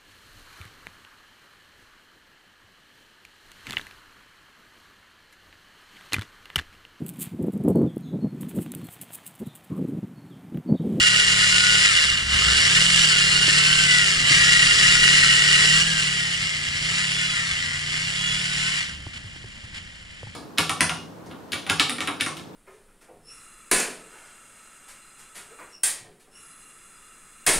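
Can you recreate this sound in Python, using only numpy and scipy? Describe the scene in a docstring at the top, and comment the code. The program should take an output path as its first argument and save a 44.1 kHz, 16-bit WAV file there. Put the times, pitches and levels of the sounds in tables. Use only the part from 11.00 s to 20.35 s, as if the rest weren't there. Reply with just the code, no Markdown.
"""The drive chain of a V4 motorcycle clatters as its rear tyre spins and digs through loose sand, then it crawls away.
Clicks from the rollers and grains shape noise that follows the engine's angle; gear partials whine above it.
Uneven firing pulses excite the exhaust's boom and rasp; the engine bogs down once, recovers and drops to idle.
Two microphone ports in a plastic housing hear this with wind and rolling tyres as coloured noise.
The housing sings in resonated noise under the sand jets, and bumps on it are decaying tones."""
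import sys
import numpy as np
from scipy import signal
from scipy.fft import rfft, irfft, next_fast_len
from scipy.io import wavfile
from scipy.ndimage import uniform_filter1d, map_coordinates

SR = 44100
rng = np.random.default_rng(int(sys.argv[2]) if len(sys.argv) > 2 else 0)


def bounce(signal):
    """Save signal as a 16-bit WAV file at the path given by the first command-line argument."""
    frames = np.transpose(np.atleast_2d(signal))
    limited = np.clip(frames, -1, 1)
    pcm = np.round(limited * 32767).astype(np.int16)
    wavfile.write(sys.argv[1], SR, pcm)


N = 412335
TIME = np.arange(N) / SR

# wind on the microphones, before the trims of its two parts: time_s, level_db
WIND_LEVEL = [(0, -50), (4.0, -41.5), (5.5, -49.5), (7.6, -50.5), (9.35, -57.5)]
# spectrum of the wind: frequency_hz, relative_density_db
WIND_SPECTRUM = [(8, -18), (22, -8), (40, -12.5), (80, -10), (130, -11.5), (220, -16.5), (400, -30.5),
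                 (1000, -70)]
# spectrum of the tyres rolling through sand: frequency_hz, relative_density_db
ROLLING_SPECTRUM = [(100, 9), (220, 28.5), (330, -2), (480, 18), (750, 8), (1100, 8), (2000, -70)]
# bumps on the housing: start_s, thud_db, thud_hz, thud_t60_s, knock_db, knock_hz
HOUSING_BUMPS = [(2.481, -32, 130, .08, -23, 330), (3.309, -24, 146, 0.25, -20.5, 310),
                 (6.52, -27, 75, 0.11, -50, 300), (8.067, -19.5, 104, 0.041, -28, 315),
                 (8.243, -29, 100, 0.15, -48, 300), (8.361, -42, 120, .05, -39, 300),
                 (8.443, -25, 110, 0.063, -35, 377), (8.64, -29, 110, .06, -41, 280),
                 (9.231, -30, 108, 0.14, -31.5, 510), (9.27, -28, 119, 0.055, -38, 856)]
# the two microphone ports: frequency_hz, left_minus_right_db, left_lead_rad, coherence
PORT_RESPONSE = [(300, -0.7, 0.1, 0.78), (800, -1.2, 2.4, 0.31), (1300, 3.1, -0.7, 0.58),
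                 (1550, 4.9, -1.4, 0.59), (2000, 3.0, -1.8, 0.89), (2400, 2.1, -2.9, 0.8),
                 (2900, -5.8, -4.5, 0.88), (3500, -2.8, -5.4, 0.77), (4400, 1.7, -5.9, 0.85),
                 (5400, 2.3, -6.4, 0.81), (6300, -2.3, -6.2, 0.52), (7600, -0.1, -6.0, 0.76),
                 (9100, 2.7, -6.6, 0.65), (10500, 0.6, -6.3, 0.75)]
# path of the ride: time_s, distance (0 near to 1 far), bearing (0 beside the silencer to 1 astern)
RIDE_PATH = [(0, 0.19, 0.19), (1.55, 0.18, 0.21), (1.9, 0.24, 0.84), (4.75, 0.23, 1), (5.35, 0.5, 0.75),
             (7.7, 0.54, 0.71), (9.35, 0.81, .7)]
# engine speed before smoothing: time_s, four_stroke_cycles_per_s
ENGINE_SPEED = [(0.0, 36.3), (0.87, 36.2), (1.15, 17.5), (1.3, 12.1), (1.57, 24.1), (1.9, 44.9),
                (2.21, 34.8), (2.78, 38.8), (3.0, 36.1), (3.27, 28.5), (3.42, 35.2), (3.97, 35.5),
                (4.22, 37.9), (4.61, 36.2), (4.88, 41.7), (5.1, 36.1), (5.3, 34.6), (5.72, 28.5),
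                (6.06, 36.6), (6.33, 36.0), (6.67, 28.4), (6.98, 31.2), (7.16, 35.3), (7.77, 38.0),
                (7.97, 13.1), (8.13, 10.6), (9.35, 10.6)]
# moments of the four firings: phase_cycles
FIRING_PHASES = np.array([0, 180, 450, 630]) / 720
# silencer resonance met by the firings, before load, bearing and distance: engine_cycles_per_s, level_db
BOOM_RESONANCE = [(10.6, -42.5), (14, -31.5), (20, -31), (28, -36), (36, -33), (41, -30)]
# the boom's spectrum beside the silencer: frequency_hz, gain_db
BOOM_BESIDE = [(15, -38), (36, -2), (65, 14.5), (110, -0.5), (150, 2), (185, -1), (230, -8.5), (300, -40),
               (600, -25)]
# the boom's spectrum astern of the silencer: frequency_hz, gain_db
BOOM_ASTERN = [(15, -46), (36, -13), (70, 0), (110, -19.5), (150, 2.5), (180, -1), (230, -17.5),
               (300, -23.5), (600, -64)]
# brief changes in the level of the boom, mostly dips: middle_s, change_db
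BOOM_DIPS = [(3.52, 1), (3.75, -13), (4.4, -6)]
# upper harmonics of the exhaust: frequency_hz, gain_db
RASP_SPECTRUM = [(200, -33), (310, -26), (400, 10.5), (470, -2), (570, 0), (750, 8), (1000, -7.5),
                 (1300, 7), (2000, 5.5), (3000, -51)]
# partials of the gear mesh: multiple, relative_level_db
MESH_PARTIALS = [(3, 0), (4, 0), (5, 0), (6, -1), (7, 0), (8, -5), (9, -2), (10, -5), (11, -5)]
# momentary changes of single whine partials, mostly flares: middle_s, length_s, multiple, change_db
WHINE_FLARES = [(.2, 0.77, 4, 5), (0.603, 0.91, 3, 10), (.92, 0.18, 4, 9), (2.064, 0.1, 6, 8),
                (2.17, 0.18, 3, 11), (2.313, 0.71, 9, 13.5), (2.86, 0.86, 3, 13), (2.88, .45, 4, 11.5),
                (4.92, 0.21, 3, 19), (5.217, 0.46, 4, 9), (5.5, .25, 5, 17), (6.23, 0.29, 7, 10),
                (6.4, 0.11, 4, 15), (6.68, 0.84, 5, 9), (7.224, 0.33, 7, 13.5), (7.3, 0.69, 6, 11),
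                (7.5, 0.54, 3, 7.5), (7.72, .2, 4, -1)]
# casing resonances that the partials glide through: frequency_hz, gain_db
CASING_RESONANCES = [(1000, -30), (1300, -16), (1460, -4), (1650, -10), (1900, 1), (2080, -1), (2400, -14),
                     (2880, 0), (3100, -7), (3370, 0), (3700, -11), (4400, -3), (5000, -12)]
# jets of sand on the housing, against the clatter: start_s, end_s, level_db
SAND_JETS = [(0, 0.503, -10.5), (3.32, 4.79, -6.5)]
# short spurts of sand, added to the clatter's gain: start_s, length_s, level_db
SAND_SPURTS = [(8.131, 0.054, -46.5), (8.741, 0.05, -40)]
# chain and sand together, before trim and load: time_s, level_db
CLATTER_LEVEL = [(0.0, -17.5), (0.07, -19), (0.96, -17), (1.2, -24.5), (1.25, -29.5), (1.35, -22.5),
                 (1.69, -18), (3.07, -18.5), (3.25, -21.5), (3.31, -16.5), (4.76, -18), (4.84, -22),
                 (5.7, -28), (5.96, -24), (6.77, -29.5), (7.79, -25), (7.99, -43.5), (8.7, -46.5),
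                 (8.77, -44), (8.83, -47), (9.35, -48)]
# clatter through the housing from near: frequency_hz, relative_density_db
CLATTER_NEAR = [(100, -50), (450, -22.5), (850, -32.5), (1300, -12), (1650, -8), (1900, -6.5), (2200, -5.5),
                (2550, -11), (2870, 4), (3150, -8.5), (3700, -9.5), (5300, -9.5), (6250, -16), (7400, -12),
                (9500, -20), (10900, -28)]
# clatter through the housing from far: frequency_hz, relative_density_db
CLATTER_FAR = [(100, -50), (450, -24.5), (850, -16.5), (1300, -14.5), (1650, -6.5), (1900, -2),
               (2200, -0.5), (2870, -6), (3150, 0), (3700, -10.5), (5300, -7), (6250, -15.5), (7400, -7.5),
               (8600, -21), (9400, -12.5), (10900, -29)]

WIND_SHARED_DB, WIND_APART_DB = 4.5, 3  # trims: the part both ports hear alike, and the part that differs
ROLLING_DB, ROLLING_FAR_DB = -43.5, -8.5  # near level, change far away
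FLYWHEEL_S = .11  # span over which the flywheel rounds off every change of speed
THROTTLE_LEAD_S = 0.04  # the throttle moves this long before the revs follow
FULL_LOAD_OCT_PER_S = 4.7  # a rise in revs that takes most of the throttle
BOOM_LOAD_DB, BOOM_ASTERN_DB, BOOM_FAR_DB = 6, 1, -11.5  # change at full load, astern and far away
DIP_S = .035  # time from the middle of a dip to 1/e of its depth in dB
RASP_DB, RASP_LOAD_DB, RASP_ASTERN_DB, RASP_FAR_DB = -37, 7, 9.5, -44  # near level, and the same three changes
CHAIN_ORDER, MESH_ORDER = 5.78, 13.41  # links and gear teeth met per engine cycle
WHINE_DB, WHINE_LOAD_DB, WHINE_IDLE_DB = -11, -4, -10  # against the clatter; strongest as the revs fall
JET_EDGE_S, STRAY_SAND_DB = 0.055, -20.5  # how fast a jet arrives and leaves; the singing between jets
TILT_FAR_DB, TILT_DB_PER_OCT, CRUISE_HZ = -2.5, 1, 36  # duller from afar, brighter above cruising cycles per s
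EDGE_HZ = 11150  # upper band limit


def amp(db):
    """Converts decibels to a ratio of amplitudes."""
    return 10 ** (np.asarray(db) / 20)


def evened(x):
    """Normalises mean power: scales to rms 1."""
    return x / np.sqrt(np.mean(x ** 2) + 1e-20)


def levelled(x, size=5000):
    """Normalises short-term power: divides by a running rms."""
    power = uniform_filter1d(uniform_filter1d(x ** 2, size), size)
    return x / np.sqrt(abs(power) + 1e-12)


def curves(rows):
    """Linear interpolation of every column of a time table at each sample."""
    s, *columns = np.transpose(rows)
    return [np.interp(TIME, s, c) for c in columns]


def read(rows, hz):
    """Interpolation of every column of a frequency table, on a logarithmic frequency axis."""
    f, *columns = np.transpose(rows)
    return [np.interp(np.log(hz + 1), np.log(f + 1), c) for c in columns]


def spectrum(x):
    """Fourier analysis of a padded signal: frequencies and complex amplitudes."""
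    size = next_fast_len(N + 4096, True)
    return np.fft.rfftfreq(size, 1 / SR), rfft(x, size)


def coloured(x, points):
    """Linear filtering: weights the spectrum by a table of frequency and gain."""
    hz, z = spectrum(x)
    return irfft(z * amp(read(points, hz)[0]))[:N]


def wander(hz):
    """Slow random fluctuation: rms 1, with a new random target hz times a second."""
    return evened(np.interp(TIME * hz, np.arange(20000), rng.standard_normal(20000)))


def resonate(x, hz, width):
    """Forced resonance: a two-pole filter at hz with a bandwidth of width in Hz."""
    r = np.exp(-np.pi * width / SR)
    return signal.lfilter([1 - r, 0, r - 1], [1, -2 * r * np.cos(2 * np.pi * hz / SR), r * r], x)


def beats(turns):
    """Periodic impulses: a unit click each time turns passes a whole number."""
    return np.diff(np.floor(turns), prepend=np.floor(turns[0]))


def ring_out(x, seconds):
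    """Exponential decay: each click falls to 1/e in the given seconds."""
    return signal.lfilter([1], [1, -np.exp(-1 / (seconds * SR))], x)


def add(mix, s, sound):
    """Superposition: mixes a sound in at time s."""
    part = mix[round(s * SR):][:len(sound)]
    part += sound[:len(part)]


def revs():
    """Rotational inertia: engine cycles per second, smoothed by the flywheel."""
    return uniform_filter1d(curves(ENGINE_SPEED)[0], int(FLYWHEEL_S * SR), mode="nearest")


def pulling():
    """Drive engagement by speed: 0 at idle with the clutch in, 1 while the engine drives the wheel."""
    return np.clip((revs() - 11) / 6, 0, 1)


def engine_load(speed):
    """Torque follows angular acceleration: -1 with the throttle shut, 1 with it wide open."""
    climb = np.gradient(np.log2(speed), TIME)
    return np.tanh(np.interp(TIME + THROTTLE_LEAD_S, TIME, climb) / FULL_LOAD_OCT_PER_S)


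def ports(direct, scattered):
    """Spatial coherence: direct sound differs in gain and phase at two ports, scattered sound also in sign."""
    hz, a = spectrum(direct)
    b = spectrum(scattered)[1]
    balance_db, lead, same = read(PORT_RESPONSE, hz)
    same = np.clip(same, 0, 1)
    a = a * np.sqrt((1 + same) / 2)
    b = b * np.sqrt((1 - same) / 2)
    turn = amp(balance_db / 2) * np.exp(.5j * lead)  # half the difference goes to each port
    mean_gain = np.sqrt((amp(balance_db) + amp(-balance_db)) / 2)
    return irfft(np.array([(a + b) * turn, (a - b) / turn]) / mean_gain)[:, :N]


def air(level_db, colour, gust_db):
    """Broadband noise: one colour, modulated by random gusts."""
    return amp(level_db + gust_db * wander(14)) * evened(coloured(rng.standard_normal(N), colour))


def wind(trim_db, gust_db):
    """Turbulent pressure on the microphones: gusty noise that is strongest in the bass."""
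    return air(curves(WIND_LEVEL)[0] + trim_db, WIND_SPECTRUM, gust_db)


def rolling_tyres(far):
    """Rolling friction in sand: a rush of noise that weakens with distance."""
    return air(ROLLING_DB + ROLLING_FAR_DB * far, ROLLING_SPECTRUM, gust_db=-0.5)


def bumps(knock_t60=0.026, rise_s=0.0027, tick_db=-2, tick_s=0.001):
    """Impact response: each bump gives a decaying low thud, a short hollow knock and a dull tick."""
    out = np.zeros(N)
    t = np.arange(SR // 4) / SR
    for s, thud_db, thud_hz, t60, knock_db, knock_hz in HOUSING_BUMPS:
        thud = amp(thud_db - 60 * t / t60) * np.sin(2 * np.pi * thud_hz * t)
        thud = thud * (1 - np.exp(-t / rise_s))
        knock = amp(-60 * t / knock_t60) * np.sin(2 * np.pi * knock_hz * t)
        noise = evened(resonate(rng.standard_normal(len(t)), 2 * knock_hz, knock_hz))
        tick = amp(tick_db) * noise * np.exp(-t / tick_s)
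        add(out, s, thud + amp(knock_db) * (knock + tick))
    return out


def firings(turns, imbalance, uneven, surge=0.22):
    """Pulse excitation: four unevenly spaced firings a cycle, one cylinder bank heard more than the other."""
    banks = (1, 1, -1, -1)
    pulses = sum(beats(turns - at) * (1 + bank * imbalance) for at, bank in zip(FIRING_PHASES, banks))
    return pulses * (1 + uneven * rng.standard_normal(N) + surge * wander(14))


def exhaust_boom(turns, speed, load, far, astern):
    """Cavity resonance and directivity: pulses boom with the bearing, but the slow idle spreads all round."""
    pulses = firings(turns, astern, uneven=.4 - .32 * pulling())
    boom = (1 - astern) * coloured(pulses, BOOM_BESIDE) + astern * coloured(pulses, BOOM_ASTERN)
    boom_db = read(BOOM_RESONANCE, speed)[0]
    boom_db = boom_db + BOOM_LOAD_DB * load + BOOM_ASTERN_DB * astern + BOOM_FAR_DB * far
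    dips_db = sum(db * np.exp(-((TIME - s) / DIP_S) ** 2) for s, db in BOOM_DIPS)
    return amp(boom_db + dips_db) * levelled(boom)


def exhaust_rasp(turns, load, far, astern):
    """Harmonics of a pulse train: the upper part of the exhaust, from both banks nearly alike."""
    rasp = coloured(firings(turns, astern / 4, uneven=.1), RASP_SPECTRUM)
    rasp_db = RASP_DB + RASP_LOAD_DB * load + RASP_ASTERN_DB * astern + RASP_FAR_DB * far
    return pulling() * amp(rasp_db) * levelled(rasp)


def flare(multiple):
    """Amplitude modulation of one whine partial in dB: each change swells and fades like a bell curve."""
    return sum(db * np.exp(-(2 * (TIME - s) / length) ** 2)
               for s, length, k, db in WHINE_FLARES if round(k) == multiple)


def gear_whine(turns, waver_db=3.0):
    """Tooth-mesh harmonics: smeared by backlash, throbbing with the chain and flaring one at a time."""
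    mesh = turns * MESH_ORDER + .035 * wander(22) + .013 * wander(300)
    partials = 0
    for k, db in MESH_PARTIALS:
        level = amp(db + flare(k) + waver_db * wander(12))
        partials = partials + level * np.cos(2 * np.pi * (k * mesh + rng.random()))
    throb = 1 + .35 * np.cos(np.pi * turns * CHAIN_ORDER)  # one throb per pair of links
    return evened(partials * throb)


def sand_jet():
    """Excitation by impacts: how hard sand strikes the housing, a little always and much more in each jet."""
    jets = (amp(db) * np.clip(np.minimum(TIME - start, end - TIME) / JET_EDGE_S + .5, 0, 1)
            for start, end, db in SAND_JETS)
    return np.maximum(amp(STRAY_SAND_DB), sum(jets))


def housing_song(sing_hz=1905, sing_width=45):
    """Forced vibration: the sand jet's noise drives a narrow resonance of the housing (Hz)."""
    narrow = resonate(rng.standard_normal(N), sing_hz, sing_width)
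    return sand_jet() * evened(resonate(narrow, sing_hz, 320))


def housing(x, far, tilt_db):
    """Transmission through a case: it colours the clatter, by distance and a tilt about 3600 Hz."""
    x = (1 - far) * evened(coloured(x, CLATTER_NEAR)) + far * evened(coloured(x, CLATTER_FAR))
    low = signal.sosfiltfilt(signal.butter(2, 3600, fs=SR, output="sos"), x)
    return evened(low * amp(-tilt_db) + (x - low) * amp(tilt_db))


def recurring(turns, patchy_db, size=2048):
    """Order-locked vibration: worn teeth and links ring at uneven orders, so peaks glide with the revs."""
    count = size * 320  # noise laid out over 320 engine cycles
    peaks = np.interp(np.arange(count // 2 + 1) / 260, np.arange(size), rng.standard_normal(size))
    gain = amp(patchy_db * np.minimum(evened(peaks), 2))
    by_angle = irfft(rfft(rng.standard_normal(count)) * gain)
    return evened(map_coordinates(by_angle, [turns * size], order=3, mode="wrap"))


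def chain_and_sand(turns, link_share=0.25, link_s=0.0013, alternate=0.2, flutter_db=1.02, grains_per_s=600):
    """Repeated impact: rollers slap the sprocket, links alternate; sand hisses and single grains tick."""
    links = beats(turns * CHAIN_ORDER) * (1 + alternate * np.cos(np.pi * turns * CHAIN_ORDER))
    slaps = evened(ring_out(links * rng.uniform(.5, 1.5, N), link_s))
    share = np.clip(link_share, 0, 1) * pulling()
    flutter = amp(flutter_db * (wander(25) + wander(130)) / np.sqrt(2))
    envelope = np.sqrt(share * slaps ** 2 + 1 - share) * flutter
    sizes = amp(3.5 * np.minimum(rng.exponential(1, (2, N)), 4)) * rng.choice([-1, 1], (2, N))
    grains = .33 * evened(sizes * (rng.random((2, N)) < grains_per_s / SR))
    # as the chain tightens and slackens, one set of ringing orders gives way to another
    slack = 1.5 * wander(4)
    ringing = np.cos(slack) * recurring(turns, patchy_db=5) + np.sin(slack) * recurring(turns, patchy_db=5)
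    ringing = np.sqrt(pulling()) * ringing + np.sqrt(1 - pulling()) * rng.standard_normal(N)
    # first row direct, second row scattered
    return evened(envelope * np.array([ringing, rng.standard_normal(N)]) + grains)


def drivetrain(turns, speed, load, far, level_db=2, load_db=0.95):
    """Superposed drive noise: chain, sand and gears, with the singing housing and idle spurts of sand."""
    gain = amp(curves(CLATTER_LEVEL)[0] + level_db + load_db * load)
    for s, length, db in SAND_SPURTS:
        add(gain, s, amp(db) * signal.windows.tukey(int(length * SR), .3))
    tilt_db = TILT_FAR_DB * far + TILT_DB_PER_OCT * np.log2(speed / CRUISE_HZ)
    direct, scattered = (housing(x, far, tilt_db) for x in chain_and_sand(turns))
    whine_db = WHINE_DB + WHINE_LOAD_DB * load + WHINE_IDLE_DB * (1 - pulling())
    whine = amp(whine_db) * evened(coloured(gear_whine(turns), CASING_RESONANCES))
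    return gain * (direct + whine + housing_song()), gain * scattered


def scene():
    """Common rotation: one crankshaft drives exhaust, gears and chain; the bass is nearly alike at both ports."""
    speed = revs()
    load = engine_load(speed)
    turns = np.cumsum(speed * (1 + .002 * wander(30))) / SR  # engine cycles so far
    far, astern = np.clip(curves(RIDE_PATH), 0, 1)
    astern = astern * pulling()
    direct, scattered = drivetrain(turns, speed, load, far)
    boom = exhaust_boom(turns, speed, load, far, astern)
    rasp = exhaust_rasp(turns, load, far, astern)
    scattered = scattered + rolling_tyres(far) + wind(WIND_APART_DB, gust_db=2)
    bass = boom + wind(WIND_SHARED_DB, gust_db=1.5) + bumps()
    return ports(direct + rasp, scattered) + bass


def record(dry):
    """Amplitude and band limits: the tallest peaks are clipped, then a low-pass filter removes the top."""
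    clipped = np.clip(dry, -.75, .75)
    lowpass = signal.firwin(801, EDGE_HZ, window=("kaiser", 9), fs=SR)
    return signal.oaconvolve(clipped, lowpass[None], "same", axes=1)


dry = scene()
out = record(dry)
bounce(out)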